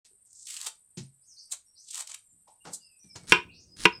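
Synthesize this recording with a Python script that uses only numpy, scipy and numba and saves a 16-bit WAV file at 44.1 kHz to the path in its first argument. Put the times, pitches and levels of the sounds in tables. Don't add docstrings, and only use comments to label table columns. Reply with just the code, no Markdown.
import sys
import numpy as np
from scipy import signal
from scipy.fft import rfft, irfft
from scipy.io import wavfile
from scipy.ndimage import uniform_filter1d, minimum_filter1d
from numba import njit

SR = 44100
rng = np.random.default_rng(int(sys.argv[2]) if len(sys.argv) > 2 else 0)


def output_pcm(signal):
    pcm = np.clip(np.atleast_2d(signal).T, -1, 1) * 32767
    wavfile.write(sys.argv[1], SR, np.round(pcm).astype(np.int16))


N = 176400
T = np.arange(N) / SR
ROOM_T60_S = .19


def peeling():
    # t/s, level/dB, low edge/Hz, top edge/Hz
    tears = [
        [(.25, -64, 6300, 7500), (.39, -49.5, 5150, 7700), (.456, -51, 4600, 8700), (.475, -42.5, 1700, 15200),
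         (.56, -43.5, 1100, 15200), (.65, -44.5, 780, 14900), (.667, -34.5, 520, 15900), (.68, -38, 320, 15000),
         (.70, -56, 397, 13900)],
        [(1.82, -64, 5960, 8900), (1.88, -51, 3150, 9100), (1.925, -44.5, 1940, 12700), (1.95, -43, 840, 15000),
         (2.02, -39.5, 480, 15000), (2.05, -75, 604, 12900), (2.10, -44, 620, 10900), (2.14, -54, 746, 10800),
         (2.165, -63, 800, 11000)],
    ]
    # t/s, level/dB, rise and fade/s, low edge/Hz
    snaps = [(.331, -42, 0.00078, 5200), (0.567, -28, 0.00082, 2500), (0.615, -30, 0.0014, 2070),
             (0.647, -37, 0.0013, 705), (1.523, -27.5, 0.0047, 2880), (1.534, -37, 0.0096, 543),
             (1.911, -32, 0.00083, 3770), (1.946, -29, 0.0009, 2450), (1.957, -27, 0.00042, 2000),
             (2.075, -35.5, 0.0018, 1770), (2.146, -31, 0.0023, 970), (2.7361, -27.5, 0.0011, 4440),
             (2.746, -35.5, 0.011, 4170), (3.168, -54, .002, 3030), (3.236, -50.5, 0.0008, 2980),
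             (3.297, -32, 0.0017, 2980)]
    # f/Hz, level/dB
    fibre_eq = [(200, -12), (1100, -4.5), (1600, -9.5), (2600, -6), (4000, -1.5), (5200, -2.5), (6500, 0),
                (8100, 7), (9500, -4), (12000, -12.5), (16000, -21.5)]
    out = np.zeros(N)
    for tear in tears:
        times_s, *columns = np.array(tear).T
        db, low_hz, top_hz = (np.interp(T, times_s, column) for column in columns)
        tearing = (T > times_s[0]) & (T < times_s[-1])
        crackle = ruptures(per_s=3900, spread_db=1.5) * undb(db) * tearing
        clump_db = 3 * band(45, 90)
        crackle = lowpass(lowpass(crackle * undb(clump_db), top_hz), top_hz)
        out += flap(crackle, low_hz)
    burst = lowpass(ruptures(per_s=20000, spread_db=1.6), 12500)
    for at_s, db, half_s, low_hz in snaps:
        out += flap(burst * undb(db) * swell(at_s, half_s, half_s), low_hz)
    return colour(out, fibre_eq)


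def flap(x, edge_hz):
    for _ in range(3):
        x = highpass(x, edge_hz)
    return x


def cleaver():
    # t/s, ring level/dB, slicing time/s, slicing level/dB, contact/s, room/dB
    strokes = [(3.3214, -4, 0.051, -37, 0.00013, -5.5), (3.8543, -3, 0.09, -36.5, 0.00016, -13)]
    # f/Hz, level/dB
    slice_eq = [(60, 6), (200, 3.5), (420, -7.5), (700, -16), (1400, -3.5), (2500, -5.5), (4000, 0.5),
                (5500, -1), (7500, -4), (9800, -1), (11500, -21), (16000, -25)]
    rise_db = 19
    out = np.zeros(N)
    for at_s, ring_db, slice_s, slice_db, contact_s, room_db in strokes:
        knock = board_knock(at_s, ring_db, contact_s)
        uncut = np.clip((at_s - T) / slice_s, 0, 1)
        envelope = undb(slice_db - rise_db * uncut ** 2) * (uncut > 0) * (uncut < 1)
        hiss = colour(ruptures(per_s=9000, spread_db=5.5) * envelope, slice_eq)
        direct = knock + hiss
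        out += direct + undb(room_db) * echoes(direct, ROOM_T60_S, damp_hz=3200)
    return out


def board_knock(at_s, ring_db, contact_s):
    modes_hz = [187, 349, 430, 844, 963, 1022, 1250, 1466, 1686, 2019, 2221, 2351, 2474, 2620, 2734, 3160,
                5250]
    modes_db = [-16.5, -11.5, -14, -21.5, -13.5, -12.5, -16.5, -9, -14, -8.5, -16, -12, -6.5, -10.5, 2.5,
                -9, -5]
    modes_t60_s = [.08, .075, .075, .07, .115, .1, .025, .055, .055, .04, .08, .08, .065, .05, .034, .03,
                   .007]
    crack_fade_s = .0036
    age_s = np.maximum(T - at_s, 0)
    ring = -sum(undb(db - 60 * age_s / t60_s) * np.cos(2 * np.pi * hz * age_s)
                for hz, db, t60_s in zip(modes_hz, modes_db, modes_t60_s)) * (T > at_s)
    # f/Hz, level/dB
    crack_eq = [(100, -26), (700, -29), (1200, -1.5), (2700, 1), (3700, -6), (4500, -9), (5600, -4.5),
                (6500, -17.5), (8000, -10.5), (11000, -19.5), (16000, -25)]
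    crack = colour(noise() * np.exp(-age_s / crack_fade_s) * (T > at_s), crack_eq)
    pole = np.exp(-2 / (contact_s * SR))
    knock = signal.lfilter([1 - pole], [1, -pole], undb(ring_db) * ring + crack)
    return lowpass(highpass(knock, 120), 12200)


def rubs():
    # t/s, rise/s, fade/s, hiss/dB, body/dB, thud/dB
    scuffs = [(0.051, 0.0024, 0.019, -56, -79, -87), (0.9738, 0.0015, 0.024, -40.5, -58, -39.5),
              (2.478, 0.0018, 0.036, -67, -73, -78), (2.653, 0.0023, 0.021, -49.5, -46.5, -64),
              (2.675, 0.007, 0.032, -55, -50, -47.5), (3.043, 0.0039, .03, -69, -83, -57),
              (3.159, 0.003, .018, -43, -47, -43), (3.241, 0.01, 0.02, -63.5, -66, -51.5)]
    # f/Hz, level/dB
    hiss_eq = [(200, -20.5), (1200, -20.5), (2000, -4.5), (3200, -2.5), (5000, 4), (7500, 0.5),
               (10000, -11.5), (16000, -43)]
    # f/Hz, level/dB
    body_eq = [(100, -17), (350, -1.5), (750, 1.5), (1300, -3.5), (2100, -12), (3200, -17.5), (8000, -46)]
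    # f/Hz, level/dB
    thud_eq = [(30, -33.5), (100, -4.5), (180, 2.5), (350, -15.5), (700, -25.5), (1500, -43), (5000, -64)]
    hiss_gain, body_gain, thud_gain = sum(undb(row[3:])[:, None] * swell(*row[:3]) for row in scuffs)
    hiss = colour(hiss_gain * ruptures(per_s=4700, spread_db=2.5), hiss_eq)
    body = colour(body_gain * ruptures(per_s=2900, spread_db=1.8), body_eq)
    return hiss + body + colour(thud_gain * noise(), thud_eq)


def bumps():
    # t/s, level/dB, f/Hz, t60/s, relative pitch wobble
    hits = [(.11, -60.5, 400, 0.094, 0.06), (0.973, -38.5, 356, 0.11, 0), (0.99, -36, 135, 0.29, 0.07),
            (.976, -34.5, 218, 0.11, 0.08), (2.32, -67.5, 184.3, 0.5, 0.37), (3.04, -49.5, 200, 0.16, 0.08),
            (2.471, -51.5, 838, 0.17, 0.16), (2.483, -57.5, 920, 0.26, 0.1)]
    rise_s = .0056
    out, wobble = np.zeros(N), band(73, 110)
    for at_s, db, hz, t60_s, depth in hits:
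        age_s = np.maximum(T - at_s, 0)
        phase = 2 * np.pi * np.cumsum(hz * (1 + depth * wobble) * (T > at_s)) / SR
        envelope = undb(db - 60 * age_s / t60_s) * (1 - np.exp(-age_s / rise_s))
        out += envelope * np.sin(phase)
    return out


def hand_rumble():
    # t/s, level/dB
    levels = [(2.9, -100), (3.15, -71.5), (3.4, -56.5), (3.65, -66.5), (4.0, -57)]
    # f/Hz, level/dB
    rumble_eq = [(25, -16.5), (90, -1.5), (180, -2.5), (400, -11), (700, -24), (1500, -38.5), (5000, -43.5)]
    return colour(noise(), rumble_eq) * undb(np.interp(T, *np.array(levels).T))


def birds():
    # t/s, length/s, start f/Hz, end f/Hz, level/dB
    notes = [(1.218, 0.062, 4600, 7000, -71), (1.265, 0.074, 7100, 4700, -55.5),
             (1.365, 0.022, 4300, 4900, -49), (1.379, 0.036, 6600, 4400, -51),
             (1.661, 0.032, 5600, 5550, -64), (1.751, 0.066, 4400, 6700, -55.5),
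             (2.236, 0.095, 7600, 7250, -65), (2.602, 0.034, 2800, 2850, -65),
             (2.781, 0.18, 2936, 2474, -70), (2.802, 0.055, 4700, 5150, -58),
             (2.989, 0.048, 5700, 5950, -57), (3.002, .28, 2420, 2150, -72),
             (3.088, 0.035, 5500, 5000, -52.5), (3.484, 0.021, 2400, 2900, -51.5),
             (3.508, 0.13, 3900, 6700, -59), (3.55, 0.068, 4280, 5660, -65),
             (3.677, 0.08, 4950, 5050, -60.5), (3.921, 0.023, 5100, 5100, -44.5)]
    glide_share, pitch_share = .1, .012
    calls, trill = np.zeros(N), band(130, 150)
    for at_s, length_s, start_hz, end_hz, db in notes:
        on = (T >= at_s) & (T < at_s + length_s)
        progress = (T[on] - at_s) / length_s
        glide_hz = start_hz + (end_hz - start_hz) * (progress + glide_share * trill[on])
        hz = glide_hz * (1 + pitch_share * trill[on])
        envelope = undb(db) * np.sqrt(np.abs(np.sin(np.pi * progress)))
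        calls[on] += envelope * np.sin(2 * np.pi * np.cumsum(hz) / SR)
    return undb(-4) * calls + undb(4.5) * echoes(calls, t60_s=.32, damp_hz=12000)


def insects():
    # f/Hz, width/Hz, level/dB
    bands = [(7455, 140, -81), (7930, 110, -71.5), (8625, 170, -71.5), (8840, 120, -67), (11460, 180, -83)]
    drop_at_s, drop_db = 3.33, 10.5
    chorus = sum(undb(db) * band(hz, width_hz) for hz, width_hz, db in bands)
    flutter_db = 2 * band(9.1, 32)
    return chorus * undb(flutter_db - drop_db * (T > drop_at_s))


def air():
    # f/Hz, level/dB
    air_eq = [(25, -7.5), (90, -0.5), (200, -8.5), (400, -15.5), (1000, -18.5), (3000, -24), (6000, -23.5),
              (10000, -30), (16000, -39.5)]
    return undb(-81) * colour(noise(), air_eq)


def echoes(x, t60_s, damp_hz, gap_s=.0035):
    t = T[:SR]
    tail = noise()[:SR] * undb(-60 * t / t60_s) * (t > gap_s)
    damping = signal.butter(1, damp_hz, fs=SR, output="sos")
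    return signal.fftconvolve(x, signal.sosfilt(damping, tail / np.linalg.norm(tail)))[:N]


def ruptures(per_s, spread_db):
    size = undb(spread_db * np.minimum(rng.exponential(size=N), 5))
    return unit((rng.random(N) < per_s / SR) * size * np.sign(noise()))


def swell(at_s, rise_s, fade_s):
    return np.exp(-np.maximum((at_s - T) / rise_s, (T - at_s) / fade_s))


def band(hz, width_hz):
    f = np.fft.rfftfreq(N, 1 / SR)
    return unit(irfft(rfft(noise()) * np.exp(-2 * ((f - hz) / width_hz) ** 2), N))


def colour(x, points):
    hz, db = np.array(points).T
    f = np.fft.rfftfreq(4096, 1 / SR)
    gain = undb(np.interp(np.log(f + 1), np.log(hz), db))
    cepstrum = irfft(np.log(gain))
    cepstrum[1:len(f) - 1] *= 2
    cepstrum[len(f):] = 0
    impulse = irfft(np.exp(rfft(cepstrum)))
    return signal.fftconvolve(x, impulse / np.linalg.norm(impulse))[:N]


@njit
def split(x, edge_hz):
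    y, mid_state, low_state = np.empty((2, len(x))), 0., 0.
    for i in range(len(x)):
        g = np.tan(np.pi * edge_hz[i] / SR)
        mid = (mid_state + g * (x[i] + 1e-18 - low_state)) / (1 + g * (g + 1.2))
        low = low_state + g * mid
        y[0, i], y[1, i] = low, x[i] - 1.2 * mid - low
        mid_state, low_state = 2 * mid - mid_state, 2 * low - low_state
    return y


def lowpass(x, hz):
    return split(x, hz * np.ones(N))[0]


def highpass(x, hz):
    return split(x, hz * np.ones(N))[1]


def undb(db):
    return 10 ** (np.asarray(db) / 20)


def unit(x):
    return x / np.sqrt(np.mean(x ** 2))


def noise():
    return rng.standard_normal(N)


def scene():
    start_s = .046
    hands = peeling() + rubs() + bumps() + hand_rumble()
    near = hands + undb(-6) * echoes(hands, ROOM_T60_S, damp_hz=7540) + cleaver()
    outdoors = birds() + insects() + air()
    return ((near + outdoors) * (T > start_s))[None]


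def record(dry):
    top_hz = 16100
    needed_gain = 1 / np.maximum(np.abs(dry), 1)
    gain = uniform_filter1d(minimum_filter1d(needed_gain, size=65), size=33)
    return signal.sosfilt(signal.ellip(8, .2, 70, top_hz, fs=SR, output="sos"), dry * gain)


dry = scene()
out = record(dry)
output_pcm(out)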